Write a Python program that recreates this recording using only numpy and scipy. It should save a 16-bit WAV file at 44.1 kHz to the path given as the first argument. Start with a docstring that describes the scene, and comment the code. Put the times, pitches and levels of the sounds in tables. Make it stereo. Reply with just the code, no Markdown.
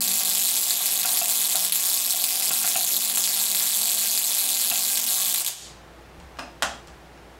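"""An old high-frequency coil in a wooden case throws sparks across its gap in a quiet room that hums low.
From the start its armature buzzes and breaks the mains current; each crest fires a volley of spark pulses.
Big sparks crack after a short wait; from the second second on, the armature now and then sticks and slaps.
Then the sparks stop, the armature comes to rest, and the gain control lets the room air and hum rise.
Last, a hand thumps the case and snaps its switch, heard as filtered clicks and dying metal modes."""
import sys
import numpy as np
from scipy import signal
from scipy.fft import rfft, irfft
from scipy.io import wavfile
from scipy.ndimage import uniform_filter1d, minimum_filter1d

SR = 44100
rng = np.random.default_rng(int(sys.argv[2]) if len(sys.argv) > 2 else 0)


def wrap_up_sound(samples):
    """Save the sound to the file named by the first command line argument, as 16-bit audio."""
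    columns = np.atleast_2d(samples).T
    # keep every value between -1 and 1, then stretch to whole-number steps
    tamed = np.clip(columns, -1, 1)
    steps = np.round(tamed * 32767).astype(np.int16)
    wavfile.write(sys.argv[1], SR, steps)


N = 325899
T = np.arange(N) / SR  # time in seconds
CREST_HZ, CREST_PHASE = 120, .9  # crests of the mains current per second; where in its cycle each falls
STOP_S = 5.42  # no mains firing after this
COIL_DB = 16  # lifts every sound of the running coil above the room


def gain_of(db):
    """Decibels to amplitude."""
    return 10 ** (np.asarray(db) / 20)


def evened(x):
    """Scales to rms 1."""
    return x / np.sqrt(np.mean(x ** 2) + 1e-20)


def read(points, hz, axis=1):
    """Reads one column of a table along log frequency."""
    table = np.transpose(points)
    return np.interp(np.log(hz + 1), np.log(table[0] + 1), table[axis])


def along(curve, s):
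    """Reads a curve at the times s."""
    return np.interp(s, *np.transpose(curve))


def add(mix, s, sound):
    """Mixes a sound in at time s."""
    part = mix[max(round(s * SR), 0):][:len(sound)]
    part += sound[:len(part)]


def drift(rate_hz):
    """Slow random motion of rms 1; its spectrum falls away exponentially with frequency."""
    spectrum = rfft(rng.standard_normal(N))
    return evened(irfft(spectrum * np.exp(-np.fft.rfftfreq(N, 1 / SR) / rate_hz), N))


def click(colour, tilt_db=0, size=2048):
    """The sharpest causal (minimum-phase) pulse with this spectrum, peak 1."""
    hz = abs(np.fft.fftfreq(size, 1 / SR))
    db = np.maximum(read(colour, hz), -80) + tilt_db * np.log2(1 + hz / 1000)
    log_gain = np.log(gain_of(db))
    pulse = np.fft.ifft(np.exp(np.conj(signal.hilbert(log_gain)))).real
    return pulse / abs(pulse).max()


def impulses(s, size):
    """A train of single-sample kicks."""
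    return np.bincount(np.clip(np.round(s * SR).astype(int), 0, N - 1), size, N)


def ring(modes):
    """Half a second of modes, each a cosine dying by 60 dB in its t60."""
    t = T[:SR // 2]
    return sum(gain_of(db - 60 * t / t60) * np.cos(2 * np.pi * hz * t) for hz, db, t60 in modes)


# Modes of the wooden case. Each row: frequency in Hz, relative level in dB, t60 in seconds.
CASE_MODES = [(229.5, -2, 0.26), (690, 6, 0.052), (775, 9, 0.046), (1113, 0, 0.21), (1380, -1.5, 0.12),
              (1598, 6.5, 0.17)]


def knock(colour, tilt_db=0, ring_db=-41, rattle=0.45, rattle_s=0.0035):
    """A blow on the case: a click, a brief rattle of the parts, and the ring of the wood."""
    t = T[:SR // 2]
    blow = rattle * rng.standard_normal(len(t)) * np.exp(-t / rattle_s)
    blow[0] = 1
    crack = signal.fftconvolve(blow, click(colour, tilt_db))[:len(t)]
    return crack / abs(crack).max() + gain_of(ring_db) * ring(CASE_MODES)


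# Colour of the still room air. Each row: frequency in Hz, relative level in dB per Hz.
AIR_COLOUR = [(15, -40), (25, -24), (53, -24.5), (161, -14.5), (212, -20.5), (344, -20), (451, -18.5),
              (560, -19), (607, -21), (796, -18.5), (936, -22), (1790, -26.5), (16000, -50)]
AIR_DB = -47
# Steady hum of an appliance. Each row: frequency in Hz, rms level in dB.
HUM_TONES = [(59.2, -53), (157, -66), (339, -61)]


def background(hum_waver=0.47, wide_hz=700):
    """Still room air, alike at both ears in the bass, and the low hum of an appliance."""
    hz = np.fft.rfftfreq(N, 1 / SR)
    width = np.array([np.ones(len(hz)), hz / (hz + wide_hz)])
    noise = rfft(rng.standard_normal((2, N)))
    mid, side = irfft(noise * gain_of(read(AIR_COLOUR, hz)) * width, N)
    hum = np.zeros(N)
    for tone_hz, db in HUM_TONES:
        waver = hum_waver * drift(2.3) * tone_hz / HUM_TONES[0][0]  # radians
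        hum += gain_of(db) * np.sin(2 * np.pi * tone_hz * T + waver)
    return gain_of(AIR_DB) * evened(np.array([mid + side, mid - side])) + np.sqrt(2) * hum


SAG_HZ, SAG_S = 43.98, .05  # loss of swing rate at a slap, and how long it takes to pick up


def stall():
    """How far the armature is knocked off its swing: 1 just after a slap, 0 when it runs freely."""
    return sum((T > s) * np.exp(-((T - s) / SAG_S) ** 2) for s, *_ in SLAP_EVENTS)


# Free swing of the armature, which wanders up and down, then slows as it comes to rest.
# Each row: time in seconds, swing rate in Hz before waver and sag.
SWING_RATE = [(0, 186.5), (1.4, 194.4), (1.7, 182.8), (2.4, 194.8), (3.1, 189), (3.45, 194), (4.1, 196.8),
              (5, 194.7), (5.36, 178.5), (5.42, 148), (5.52, 139), (5.6, 120)]


def armature_turns(waver=.018):
    """Cycles swung by the armature, which never keeps quite steady and loses speed at each slap."""
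    swing_hz = (along(SWING_RATE, T) - SAG_HZ * stall()) * (1 + waver * drift(25))
    return np.cumsum(swing_hz) / SR


# Width of the armature's swing, until it comes to rest. Each row: time in seconds, relative level in dB.
SWING_WIDTH = [(0, -1), (1.4, 0), (1.6, 5), (1.95, -2), (2.6, -1.5), (3.1, 1), (4.1, 1.5), (4.22, -6),
               (4.65, -2.5), (5.05, -3.5), (5.3, -2), (5.42, -7.5), (5.53, -11), (5.6, -25), (5.7, -70)]
# Hum of the iron core. Each row: frequency in Hz, level in dB before the coil's lift.
CORE_TONES = [(120, -89), (240, -54.5), (360, -89)]


def buzz(turns, breaks, swing_db=-50.5, beat_db=-11, stall_db=-4, flutter=0.33,
         tick_db=-46, tick_waver_db=3, rest_s=5.63, settle_s=0.43,
         hum_flutter=0.4, hum_stop_s=5.36, hum_fade_s=0.055):
    """The armature's tone and its sum tone with the core, its contact's uneven tick, and the core's hum."""
    tone = np.sin(2 * np.pi * turns)
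    tone = tone + gain_of(beat_db) * np.sin(2 * np.pi * (turns + 2 * CREST_HZ * T))
    swing = gain_of(swing_db + along(SWING_WIDTH, T) + stall_db * stall()) * tone
    swing = swing * (1 + flutter * drift(20.0))

    strengths = rng.exponential(1, len(breaks)) ** .5
    settling = np.clip((rest_s - T) / settle_s, 0, 1)
    kicks = impulses(breaks, strengths) * settling * gain_of(tick_waver_db * drift(7.3))
    tick = knock(SLAP_SPECTRUM, tilt_db=-4.5, rattle=0.065, ring_db=-15)
    ticks = gain_of(tick_db) * signal.oaconvolve(kicks, tick)[:N]

    core = sum(gain_of(db) * np.sin(2 * np.pi * hz * T) for hz, db in CORE_TONES)
    core = core * (1 + hum_flutter * drift(11.0)) * np.clip((hum_stop_s - T) / hum_fade_s, 0, 1)
    return ticks + np.sqrt(2) * (swing + core)


STUCK_BEFORE_S, STUCK_AFTER_S = .006, .0065  # the sparks drop out around each slap


def can_fire(s, drained_s=0.004):
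    """No sparks while the armature sticks, while charge builds for a big spark, or just after one."""
    dead = [(at - STUCK_BEFORE_S, at + STUCK_AFTER_S) for at, *_ in SLAP_EVENTS]
    dead += [(at - wait, at + drained_s) for at, _, wait in BIG_SPARKS]
    return (s < STOP_S) & ~np.any([(s > start) & (s < end) for start, end in dead], axis=0)


# Strength of the sparking as the gap is adjusted. Each row: time in seconds, relative level in dB.
SPARK_STRENGTH = [(0, -20), (.5, -12), (.9, -14), (1.4, -11.5), (1.95, -10), (2.2, -14.5), (2.55, -14),
                  (4, -12), (5.4, -16.5)]
# Spells when the arc burns at another strength, mostly weaker.
# Each row: start in seconds, end in seconds, change in dB.
ARC_FALTERS = [(1.126, 1.155, 0), (1.476, 1.483, -25), (1.655, 1.695, -3), (2.14, 2.202, 1),
               (3.061, 3.156, -2.5), (3.521, 3.546, -4)]


def firings(breaks, crest_db=11.5, again_db=7.0, spread_db=0.35, jitter_s=.00022,
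            early_s=.0012, late_s=.002, miss_share=0.016, again_share=.4):
    """Fires at each mains crest, or as the contact opens near it; sometimes weakly at the next opening."""
    crests = (np.arange(int(STOP_S * CREST_HZ)) + CREST_PHASE) / CREST_HZ
    count = len(crests)
    opening = np.searchsorted(breaks, crests - early_s)
    jittered = crests + jitter_s * rng.standard_normal(count)
    main = np.where(breaks[opening] < crests + late_s, breaks[opening], jittered)
    s = np.r_[main, breaks[opening + 1]]

    spread = np.clip(rng.standard_normal(2 * count), -2, 2)
    db = np.repeat([crest_db, again_db], count) + along(SPARK_STRENGTH, s) + spread_db * spread
    for start, end, change_db in ARC_FALTERS:
        db = db + change_db * ((s > start) & (s < end))
    fires = np.r_[rng.random(count) > miss_share, rng.random(count) < again_share]
    return s, gain_of(db) * (fires & can_fire(s))


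# Big sparks: the gap holds off, charge builds, and one cracks.
# Each row: time in seconds, relative level in dB, wait before it in seconds.
BIG_SPARKS = [(0.2157, -9.5, .008), (0.3736, -5, .003), (.5745, -1, .004), (0.7074, 1, .004),
              (0.8587, -0.5, .004), (0.8897, -4, .006), (.9904, -5.5, .012), (1.032, -5.5, .008),
              (1.1731, 0.5, .004), (1.2581, -0.5, .006), (1.273, -6.5, .008), (1.5081, -1.5, .006),
              (1.5565, 5, .003), (1.6494, 2, .002), (1.6972, -5, .006), (1.7233, 4, .02), (1.741, -6, .005),
              (1.7576, 2.5, .006), (1.7742, -2, .005), (2.1072, 2, .003), (2.2409, 2.5, .004),
              (2.3073, -0.5, .003), (2.424, -4, .006), (2.6762, -0.5, .004), (2.7645, -1, .003),
              (2.9661, 0.5, .004), (3.099, -3.5, .004), (3.158, -4, .004), (3.1735, -0.5, .008),
              (3.2405, 0, .004), (3.275, -1.5, .004), (3.549, -1, .006), (3.6076, -2, .004),
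              (3.815, -0.5, .005), (3.9244, -3, .004), (4.0331, -4, .004), (4.1761, -0.5, .004),
              (4.3076, -4.5, .005), (4.7003, -0.5, .004), (4.7577, -2, .004), (4.9743, -1, .002),
              (5.3415, -5, .016), (5.3461, -4.5, .002), (5.3597, -6.5, .004), (5.3661, -13, .003),
              (5.3919, -14, .004), (5.3988, -9, .004), (5.407, -8, .004), (5.4148, -9, .004),
              (5.448, -9, .02), (5.4642, -6, .01), (5.4758, -10, .004), (5.482, -11, .004)]
# Colour of a spark's snap. Each row: frequency in Hz, relative level in dB per Hz.
SPARK_SPECTRUM = [(30, -57), (150, -27), (420, -19.5), (520, -24), (700, -12), (790, -14.5), (900, -17),
                  (1130, -12.5), (1300, -16), (2200, -10.5), (2580, -9), (2850, -7), (3450, -3.5),
                  (4000, -2), (4400, -2.5), (5600, -4), (6200, -2.5), (7700, -0.5), (9500, -0.5),
                  (11500, 2), (13500, -2), (16000, -4)]
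# Rods and posts of the gap, ringing at each spark.
# Each row: frequency in Hz, relative level in dB, t60 in seconds.
ROD_MODES = [(2620, 0.5, 0.077), (3420, -11, 0.16), (4410, 3, 0.087), (4620, -25, .45), (4770, -7, .4),
             (5020, -7, 0.15), (6850, 1, .1), (8231, -19, 0.44)]


def sparks(breaks, restrike_s=.00011, lead_s=.00042, count=8, first=0.71, branch=0.53, straight_db=2.0,
           crack_db=-1.0, crack_branch=0.86, rods_db=-53, body_db=-13, pop_hz=2800, pop_s=0.000099):
    """A snap amid restrikes: a straight channel snaps once and sharply, a crooked one spits longer, softer."""
    s, size = firings(breaks)
    straight = gain_of(straight_db * rng.uniform(-1.7, 1.7, len(s)))
    crack_s, crack_level, _ = np.transpose(BIG_SPARKS)
    crack_size = gain_of(crack_level + crack_db)

    snap = np.r_[first * size * straight, crack_size]
    fork = np.r_[branch * size / np.sqrt(straight), crack_size * crack_branch]
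    length = np.r_[1 / straight, np.ones(len(crack_s))]
    s = np.r_[s, crack_s]
    train = impulses(s, snap)
    for k in range(count):  # the coil needs a moment to recharge between restrikes
        delay, polarity = rng.random((2, len(s)))
        strike_s = s + length * (restrike_s * (k + delay) - lead_s)
        train += impulses(strike_s, fork * np.sign(polarity - .5))
    voice = gain_of(rods_db) * ring(ROD_MODES)
    add(voice, 0, click(SPARK_SPECTRUM))

    # a big spark heats a fatter channel: a deeper pop
    body = impulses(crack_s, gain_of(crack_level + body_db))
    t = T[:SR // 100]
    pop = np.diff(np.sin(2 * np.pi * pop_hz * t) * t * np.exp(-t / pop_s))
    pops = signal.oaconvolve(body, pop / abs(pop).max())[:N]
    return signal.oaconvolve(train, voice)[:N] + pops


# The armature sticks and slaps its stop.
# Each row: time in seconds, relative level in dB, snap of its blade in dB relative to the slap.
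SLAP_EVENTS = [(1.048, -20, -12), (1.215, -18.5, -1), (1.548, -19.5, -9), (2.141, -26.5, -15),
               (2.507, -20, -10), (2.641, -20.5, -12), (2.756, -18, -1), (4.714, -20, 3)]
# Colour of the slap. Each row: frequency in Hz, relative level in dB per Hz.
SLAP_SPECTRUM = [(30, -75), (140, -1.5), (400, -17), (560, -10), (690, 7), (770, 11.5), (900, -8.5),
                 (1000, -4), (1400, 0.5), (1850, -4.5), (2600, -1.5), (3500, -2), (4800, -24.5),
                 (16000, -12)]
# Steel blade of the armature. Each row: frequency in Hz, relative level in dB, t60 in seconds.
BLADE_MODES = [(2690, 7, .035), (2770, 0, .03), (3120, -2, .03), (3400, -18, .03), (3580, -6, .04)]


def slaps(slap_db=3.5, bounce_s=0.0038, bounce_db=-3):
    """Short dry clacks of the sticking armature; its steel blade snaps and bounces once."""
    out, blade = np.zeros(N), ring(BLADE_MODES)
    blade = blade / abs(blade).max()
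    for s, db, snap_db in SLAP_EVENTS:
        clack = knock(SLAP_SPECTRUM, tilt_db=-2.0, ring_db=-48, rattle=0.61, rattle_s=0.0084)
        blade_db = db + slap_db + snap_db
        add(out, s, gain_of(db + slap_db) * clack)
        add(out, s, gain_of(blade_db) * blade)
        add(out, s + bounce_s * rng.uniform(0.71, 1.2), gain_of(blade_db + bounce_db) * blade)
    return out


# The switch is touched, then thrown. Each row: time in seconds, relative level in dB,
# treble tilt in dB per octave (well above 1 kHz), ring of its metal in dB, rattle from 0 to 1.
SWITCH_EVENTS = [(6.2, -41, 1, -40, 1), (6.371, -44, 3, -17, .9), (6.3875, -28, -4, -33, 0.8),
                 (6.3925, -28.5, -3.5, -12.5, 0.4), (6.403, -49, -5, -19, .5), (6.435, -52, -5, -24, 0.4),
                 (6.6233, -11.5, 3.5, -50, 0.7), (6.63, -15, 3.5, -31, .7), (6.873, -41, 5, -32, .7),
                 (6.882, -43, 3, -32, .4), (7.176, -47, -1, -24, 0.3)]
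# Colour of the switch's click. Each row: frequency in Hz, relative level in dB per Hz.
SWITCH_SPECTRUM = [(30, -68), (130, -19), (240, -4), (430, -18.5), (590, -2.5), (690, 1.5), (800, -3.5),
                   (980, -6.5), (1130, -3), (1370, -1.5), (1700, -6), (2000, -6), (2300, -15), (2750, -7.5),
                   (3500, -9.5), (3900, -12), (4250, -12), (4950, -15), (6300, -13.5), (7200, -17.5),
                   (8400, -17.5), (10700, -29), (16000, -38)]
# Metal of the switch. Each row: frequency in Hz, relative level in dB, t60 in seconds.
SWITCH_MODES = [(1620, 3, 0.08), (2490, 7, 0.056), (2670, 7, .07), (2832, -4, 0.11), (3010, -10, .08),
                (3620, -2, 0.067), (5040, -4, 0.11), (5050, -2, .11), (6514, -10, 0.074), (8231, -20, .12),
                (9370, -8, 0.082), (13950, -21, .08)]
# The hand and the switch thump the case. Each row: time in seconds, relative level in dB, pitch in Hz.
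CASE_BUMPS = [(6.179, -37, 64.4), (6.225, -43, 66), (6.391, -50, 233), (6.624, -41, 234),
              (6.633, -35.5, 66.4), (6.882, -42, 66)]


def hand(overtone=2.74, rise_s=0.0062, thud_s=0.026, snap_db=5):
    """Soft two-partial thuds of the hand on the case, and the click and metal ring of the switch."""
    out, t = np.zeros(N), T[:SR // 2]
    for s, db, tilt_db, metal_db, rattle in SWITCH_EVENTS:
        snap = knock(SWITCH_SPECTRUM, tilt_db, ring_db=-59, rattle=rattle, rattle_s=0.0026)
        metal = gain_of(metal_db) * ring(SWITCH_MODES)
        add(out, s, gain_of(db) * (gain_of(snap_db) * snap + metal))
    for s, db, thud_hz in CASE_BUMPS:
        thud = np.sin(2 * np.pi * thud_hz * t) + 0.47 * np.sin(2 * np.pi * overtone * thud_hz * t)
        add(out, s, gain_of(db) * thud * (1 - np.exp(-t / rise_s)) * np.exp(-t / thud_s))
    return out


def shiver(level_db=-19, tilt_db=-0.5, fade_s=0.055):
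    """Loose fittings of the case shiver after each sound of the switch: a dense, even, dying rattle."""
    shake = sum(gain_of(db) * (T > s) * np.exp(-abs(T - s) / fade_s) for s, db, *_ in SWITCH_EVENTS)
    noise = signal.oaconvolve(rng.standard_normal(N), click(SWITCH_SPECTRUM, tilt_db))[:N]
    return gain_of(level_db) * shake * evened(noise)


# Reflections from lid, table and walls. Each row: delay in ms, level in dB before each source's trim.
REFLECTIONS = [(.265, -15), (2.05, -9.5), (2.38, -8.5), (4.345, -4), (4.592, -9), (11.63, -11)]
# The room's tail. Each row: frequency in Hz, t60 in seconds before linger, side share, relative level in dB.
ROOM_TAIL = [(147, 0.75, 0.6, 0.5), (615, 0.44, 0.27, 12), (1600, 0.39, 0.77, 4), (4200, 0.47, 1, 1.5),
             (7350, 0.38, 0.89, 5.5), (12000, 0.28, 1, -0.5), (16200, 0.2, 1, 2)]


def room(x, tail_db=0, echo_db=0, linger=1, build_s=0.003, lean=0.086, size=256):
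    """Direct sound, a few hard reflections, and a diffuse noise tail with its own decay in each band."""
    hz, t, z = signal.stft(rng.standard_normal((2, SR)), SR, nperseg=size)
    decay_db = 60 * t / (linger * read(ROOM_TAIL, hz)[:, None])
    z = z * gain_of(read(ROOM_TAIL, hz, axis=3)[:, None] - decay_db)
    z[1] *= read(ROOM_TAIL, hz, axis=2)[:, None]
    tail = signal.istft(z, SR, nperseg=size)[1][:, :SR]
    mid, side = tail * (1 - np.exp(-T[:SR] / build_s))
    response = gain_of(tail_db) * np.array([mid + side, mid - side]) / np.linalg.norm(mid + side)
    response[:, 0] += 1  # direct sound
    for k, (ms, db) in enumerate(REFLECTIONS):
        sides = 1 + lean * (-1) ** k * np.array([[-1], [1]])  # leans to either side in turn
        response += gain_of(db + echo_db) * sides * np.sinc((T[:SR] - ms / 1000) * SR)
    return signal.fftconvolve(x[None], response, axes=1)[:, :N]


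def scene():
    """The running coil, the hand at the switch, and the room."""
    turns = armature_turns()
    breaks = T[1:][np.diff(np.floor(turns)) > 0]  # the contact opens once a swing
    coil = room(sparks(breaks), tail_db=-0.5, echo_db=-2.5) * gain_of([[-.3], [.3]])
    coil = coil + room(slaps(), tail_db=-7.5, echo_db=-8.0, linger=.95) + buzz(turns, breaks)
    switch = room(hand(), tail_db=-0.5, echo_db=-12.0, linger=0.82) + shiver()
    return gain_of(COIL_DB) * coil + switch + background()


def record(dry, limit_db=-23, slope=0.9, fall_db_per_s=135, sense_s=0.049, hold_s=0.05, edge_hz=15850):
    """Gain control ducks on recent power, holds, then recovers; peaks saturate; then the band limit."""
    span, hold = 2 * int(sense_s * SR / 2) + 1, 2 * int(hold_s * SR / 2) + 1
    power = uniform_filter1d((dry ** 2).mean(0), span, origin=span // 2)
    over_db = np.maximum(10 * np.log10(abs(power) + 1e-12) - limit_db, 0)
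    held_db = -minimum_filter1d(-over_db, hold, origin=hold // 2)
    # the held excess rises at once but falls no faster than a straight ramp
    ramp_db = fall_db_per_s * T
    excess_db = np.maximum.accumulate(held_db + ramp_db) - ramp_db
    out = np.tanh(dry / gain_of(slope * excess_db))
    low_pass = signal.firwin(301, edge_hz, window=("kaiser", 8), fs=SR)
    return signal.oaconvolve(out, low_pass[None], "same")


dry = scene()
out = record(dry)
wrap_up_sound(out)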